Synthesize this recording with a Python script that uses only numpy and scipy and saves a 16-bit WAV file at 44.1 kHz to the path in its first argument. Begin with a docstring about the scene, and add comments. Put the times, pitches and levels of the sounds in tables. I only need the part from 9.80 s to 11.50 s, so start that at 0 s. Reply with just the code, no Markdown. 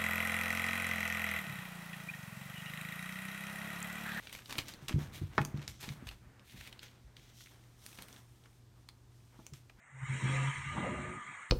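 """A car creeps through a covered parking area on a touch of throttle.
First the engine's whirr and hiss swell, and the exhaust booms in bursts on one low note.
Then a fuzzy whine stands out and parts ring briefly as the speed and load change.
As the boom dies away the tyres rumble over the concrete, and at last the sound fades.
All along, echoes from the low roof blur the engine."""
import sys
import numpy as np
from scipy import signal
from scipy.fft import rfft, irfft
from scipy.io import wavfile
from scipy.ndimage import uniform_filter1d

SR = 44100
rng = np.random.default_rng(int(sys.argv[2]) if len(sys.argv) > 2 else 0)


def transcribe(signal):
    """Save signal, clipped to [-1, 1], as a 16-bit WAV file at the path in sys.argv[1]."""
    frames = np.atleast_2d(signal).T
    limited = np.clip(frames, -1, 1)
    pcm = np.round(limited * 32767).astype(np.int16)
    wavfile.write(sys.argv[1], SR, pcm)


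N = 74970
T = np.arange(N) / SR  # the time of each sample, in seconds

# Levels in the tables are relative: a higher number is louder.
# the exhaust's note (time [s], pitch [Hz])
EXHAUST_PITCH = [(0, 136.4), (.24, 131.8), (.31, 134.7), (.44, 129.6), (.56, 135.5), (.69, 135.8),
                 (.87, 138.1), (1.23, 136.7), (1.7, 134.6)]
# how loudly it booms (time [s], level [dB])
BOOM_LEVEL = [(0, -77), (.09, -74), (.15, -50), (.21, -50), (.236, -33.5), (.27, -61), (.3, -32.5),
              (.325, -33), (.36, -39.5), (.42, -53), (.442, -26.5), (.47, -32.5), (.56, -33), (.69, -32),
              (.715, -42), (.76, -60), (.785, -39.5), (.845, -57), (.87, -38), (.92, -55), (1.05, -60),
              (1.24, -57.5), (1.39, -57), (1.44, -81), (1.5, -64.5), (1.56, -82), (1.7, -78)]
# fainter tones above the note (multiple of the pitch [times], level [dB])
OVERTONES = [(2, -30), (3, -40), (4, -39.5)]
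# how loud the engine is (time [s], whirr level [dB], hiss level [dB])
ENGINE_LEVELS = [(0, -66, -75.5), (.14, -61.5, -72.5), (.24, -49.5, -62.5), (.34, -44.5, -54.5),
                 (.38, -47.5, -59), (.46, -42, -60), (.62, -42, -56.5), (.7, -41.5, -55.5),
                 (.75, -45.5, -62), (1.1, -47, -59), (1.35, -49, -62), (1.62, -51, -62.5),
                 (1.7, -55.5, -65.5)]
# the whirr's colour, or mix of low and high, in three states (frequency [Hz], level [dB])
IDLE_COLOUR = [(40, -14), (200, -18), (450, -43), (780, -8), (980, -5.5), (1120, -5.5), (1600, -3.5),
               (2150, 0), (2550, -13), (3000, -18.5), (3400, -18.5), (3700, -23), (4500, -40), (4900, -47)]
LOADED_COLOUR = [(40, -9), (200, -41), (450, -45.5), (780, -20), (960, 1.5), (1100, -9), (1450, -4),
                 (2150, 2), (2450, -4.5), (3300, -8.5), (3600, -11.5), (4000, -15), (4550, -32),
                 (4900, -66)]
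COASTING_COLOUR = [(40, -22), (200, -14.5), (450, -20.5), (780, -7.5), (960, -7.5), (1100, -2), (1450, 1),
                   (2150, 4), (2550, -10.5), (3300, -14), (3600, -12), (4000, -23.5), (4500, -26.5),
                   (4900, -60)]
# when the engine takes up the load, and when it eases off (start [s], end [s])
LOAD_TIMES = [0.26, 0.31]
COAST_TIMES = [0.64, 1.354]
# ringing that swells and fades with the whirr (pitch [Hz], width [Hz], level [dB])
ENGINE_RINGS = [(918, 46, -18), (1000, 13.6, -16.5), (1705, 120, -12.5), (1994, 60, -10.5),
                (2098, 10, -11.5), (2150, 36, -23.5), (2300, 54, -15)]
# colours of the hiss and of its extra spit on open throttle (frequency [Hz], level [dB])
HISS_COLOUR = [(4000, -27), (4900, -34), (5600, -15), (6000, -8.5), (6900, -0.5), (8000, 0), (9000, -0.5),
               (9500, -28.5), (11000, -34), (15500, -35)]
SPIT_COLOUR = [(3500, -35), (4500, 6), (4850, -21), (5500, 7), (8800, 9), (9700, -14), (11500, -21.5),
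               (13000, -18.5), (15500, -18.5)]
# how loud the spit is (time [s], level [dB])
SPIT_LEVEL = [(0, -97), (.22, -76.5), (.4, -56.5), (.56, -54.5), (.72, -58.5), (1, -66), (1.7, -100)]
# the whine's two tones (pitch [Hz], width of the waver [Hz], level [dB])
WHINE_TONES = [(1179.6, 36.8, -5.5), (1230.6, 60.4, 0)]
# how loud the whine is (time [s], level [dB])
WHINE_LEVEL = [(0, -76), (.18, -71), (.27, -58), (.44, -56.5), (.55, -41), (.66, -47), (.74, -49),
               (.85, -54), (.9, -44), (1.04, -47.5), (1.15, -45), (1.26, -50.5), (1.35, -48), (1.44, -46.5),
               (1.5, -51), (1.58, -70), (1.7, -57)]
# parts that ring briefly (start [s], length [s], pitch [Hz], width of the waver [Hz], level [dB])
RINGING_PARTS = [(0.41, 0.14, 287, 15.6, -48), (0.49, .16, 528, 24, -50), (.5, 0.15, 707.4, 20, -54.5),
                 (0.538, .15, 940, 27, -52.5), (0.545, 0.13, 2684, 16, -53), (0.51, .36, 3050, 4, -56.5),
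                 (0.73, 0.59, 2780, 41, -58.5), (0.92, 0.41, 605, 50, -50), (0.956, 0.19, 985, 20.7, -52),
                 (1.04, 0.34, 366, 14.8, -53.5), (1.362, 0.23, 3258, 14.7, -64.5)]
# how loud the rumble is (time [s], bass level [dB], low middle level [dB], upper level [dB])
RUMBLE_LEVELS = [(0, -92, -82.5, -69.5), (.12, -69, -75.5, -71.5), (.24, -53.5, -77, -76.5),
                 (.33, -45, -49, -65.5), (.4, -59, -48.5, -59), (.46, -53, -43, -54.5),
                 (.56, -44, -46, -49), (.65, -52, -52, -55.5), (.7, -59, -53.5, -77), (.83, -53, -67, -77),
                 (.93, -47.5, -53, -77), (.97, -44, -40, -41.5), (1.13, -49, -41, -42.5),
                 (1.18, -48, -49, -49.5), (1.29, -48, -47, -50), (1.37, -57.5, -52, -70.5),
                 (1.44, -71, -68.5, -76), (1.5, -77, -58.5, -75), (1.57, -71, -75, -67),
                 (1.7, -98, -79, -74)]
# colours of those three layers of rumble (frequency [Hz], level [dB])
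BASS_COLOUR = [(20, -30.5), (38, -28), (56, -7), (72, 2), (92, 3), (115, -2.5), (150, -32), (400, -78)]
LOW_MIDDLE_COLOUR = [(60, -36), (118, 2.5), (150, 5.5), (200, 3), (250, 2), (310, -6), (342, -2), (400, -9),
                     (600, -15.5), (2000, -81)]
UPPER_COLOUR = [(300, -30), (460, -2), (540, -1.5), (605, 0.5), (710, -1.5), (820, -1.5), (1000, -5.5),
                (1500, -12.5), (2500, -37), (5000, -73)]
# dips and one slight lift from the car body and floor (frequency [Hz], width [Hz], change [dB])
BODY_DIPS = [(1462, 37, -1.5), (2537, 48, -0.5), (3100, 190, 0.5), (3550, 87, -12), (4350, 86, -3.5),
             (4700, 100, -3), (6000, 160, -5.5)]
# the balance between the layers (layer name, change in level [dB])
TRIM_DB = {"boom": -1, "whirr": -0.96, "hiss": -2, "whine": -3, "bass": -3, "low middle": 0, "upper": -3}


def exhaust():
    """The pipe booms on a nearly pure low note with weak, unsteady overtones."""
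    waver, swell_s = .008, 0.0088  # the pipe needs a moment to build up or lose its note
    pitch = curve(EXHAUST_PITCH) * (1 + waver * drift(20))
    angle = phase(pitch)
    note = np.sin(angle)
    for multiple, db in OVERTONES:
        strength = amp(db) * (1 + 0.87 * drift(17))
        note += strength * np.sin(multiple * angle + 2 * np.pi * rng.random())
    level = amp(curve(BOOM_LEVEL) + TRIM_DB["boom"])
    smooth_level = uniform_filter1d(level, round(swell_s * SR))
    shake = amp(0.5 * drift(20))
    return unit(note) * smooth_level * shake


def engine():
    """The engine whirrs, rings and hisses as it idles, takes up the load and then coasts."""
    throb = 1 + 0.063 * np.cos(phase(curve(EXHAUST_PITCH) / 5))  # once per five waves of the note
    load = np.interp(T, LOAD_TIMES, [0, 1])
    coast = np.interp(T, COAST_TIMES, [0, 1])
    states = [(1 - load, IDLE_COLOUR), (load * (1 - coast), LOADED_COLOUR), (coast, COASTING_COLOUR)]
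    whirr = sum(np.sqrt(share) * noise(colour, patch_db=3.5) for share, colour in states)
    whirr = (whirr + engine_rings()) * amp(curve(ENGINE_LEVELS) + TRIM_DB["whirr"])
    hiss = noise(HISS_COLOUR, patch_db=2.7) * amp(curve(ENGINE_LEVELS, column=2) + TRIM_DB["hiss"])
    spit = noise(SPIT_COLOUR, patch_db=2.5) * amp(curve(SPIT_LEVEL))
    return throb * (whirr + hiss + spit)


def engine_rings():
    """Noise keeps the engine ringing at a few pitches; a wider ring sounds rougher."""
    rings = np.zeros(N)
    for hz, width, db in ENGINE_RINGS:
        angle = 2 * np.pi * hz * T
        ring = drift(width / 2) * np.cos(angle) + drift(width / 2) * np.sin(angle)
        rings += amp(db) * unit(ring)
    return rings


def whine():
    """Two close, wavering tones beat against each other, as from a belt or pump."""
    pair = np.zeros(N)
    for hz, width, db in WHINE_TONES:
        flutter_db = 2.4 * drift(29)
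        pitch = hz + width / 2 * drift(26.1)
        pair += amp(db + flutter_db) * np.sin(phase(pitch))
    return unit(pair) * amp(curve(WHINE_LEVEL) + TRIM_DB["whine"])


def ringing_parts():
    """As speed and load change, each part swells into a wavering tone and dies away."""
    parts = np.zeros(N)
    for start, length, hz, width, db in RINGING_PARTS:
        progress = np.clip((T - start) / length, 0, 1)
        swell = np.sqrt(abs(np.sin(np.pi * progress)))
        pitch = hz + width / 2 * drift(38.1)
        flutter_db = 2.8 * drift(25)
        parts += amp(db + flutter_db) * swell * np.sin(phase(pitch))
    return parts


def rumble():
    """The engine and the tyres on concrete make a low roar, in three layers of noise."""
    bass = amp(curve(RUMBLE_LEVELS) + TRIM_DB["bass"])
    low_middle = amp(curve(RUMBLE_LEVELS, column=2) + TRIM_DB["low middle"])
    upper = amp(curve(RUMBLE_LEVELS, column=3) + TRIM_DB["upper"])
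    return (bass * noise(BASS_COLOUR, patch_db=2.0)
            + low_middle * noise(LOW_MIDDLE_COLOUR, patch_db=1.9)
            + upper * noise(UPPER_COLOUR, patch_db=5.5))


def body_and_floor(sound):
    """The car body and floor hollow out a sound by weakening a few frequencies."""
    freqs = np.fft.rfftfreq(N, 1 / SR)
    change_db = sum(db * np.exp(-((freqs - hz) / width) ** 2) for hz, width, db in BODY_DIPS)
    return irfft(rfft(sound) * amp(change_db), N)


def roof_echoes(sound, delay_s=.008, fade_s=0.39, level_db=-10.5):
    """The low roof and pillars throw back a blur of echoes that falls 60 dB in fade_s."""
    tail = rng.standard_normal(N) * amp(-60 * T / fade_s) * (T > delay_s)
    return amp(level_db) * signal.fftconvolve(sound, tail / np.linalg.norm(tail))[:N]


def noise(colour, patch_db):
    """Noise of a given colour, with short louder and softer patches at random frequencies."""
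    _, _, grid = signal.stft(rng.standard_normal(N), SR, nperseg=1024, noverlap=768)
    patches = uniform_filter1d(rng.standard_normal(grid.shape), size=9, axis=0)  # blur in frequency
    patches = unit(uniform_filter1d(patches, size=7, axis=1))  # blur in time
    patchy = signal.istft(grid * amp(patch_db * patches), SR, nperseg=1024, noverlap=768)[1][:N]
    hz, db = np.transpose(colour)
    freqs = np.fft.rfftfreq(N, 1 / SR)
    colour_db = np.interp(np.log(freqs + 1), np.log(hz), db)
    return unit(irfft(rfft(patchy) * amp(colour_db), N))


def drift(hz):
    """A smooth random wobble, up to about hz times a second."""
    freqs = np.fft.rfftfreq(N, 1 / SR)
    return unit(irfft(rfft(rng.standard_normal(N)) / (1 + (freqs / hz) ** 4), N))


def curve(table, column=1):
    """Joins the points of a time table with straight lines, one value per sample."""
    rows = np.array(table)
    return np.interp(T, rows[:, 0], rows[:, column])


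def phase(pitch):
    """The angle a wave has turned through so far, given its changing pitch in Hz."""
    return 2 * np.pi * np.cumsum(pitch) / SR


def amp(db):
    """Turns decibels into a number to multiply a sound by."""
    return 10 ** (np.asarray(db) / 20)


def unit(x):
    """Scales a signal to an average power of 1."""
    return x / np.sqrt(np.mean(x ** 2) + 1e-20)


def scene():
    """The car between floor and roof, in one channel."""
    motor = body_and_floor(engine()) + whine() + ringing_parts()
    return (exhaust() + rumble() + motor + roof_echoes(motor))[None]


def record(dry, cutoff_hz=15500):
    """Takes away the very highest treble."""
    treble_cut = signal.firwin(511, cutoff_hz, window=("kaiser", 9), fs=SR)
    return signal.oaconvolve(dry, treble_cut[None], "same")


dry = scene()
out = record(dry)
transcribe(out)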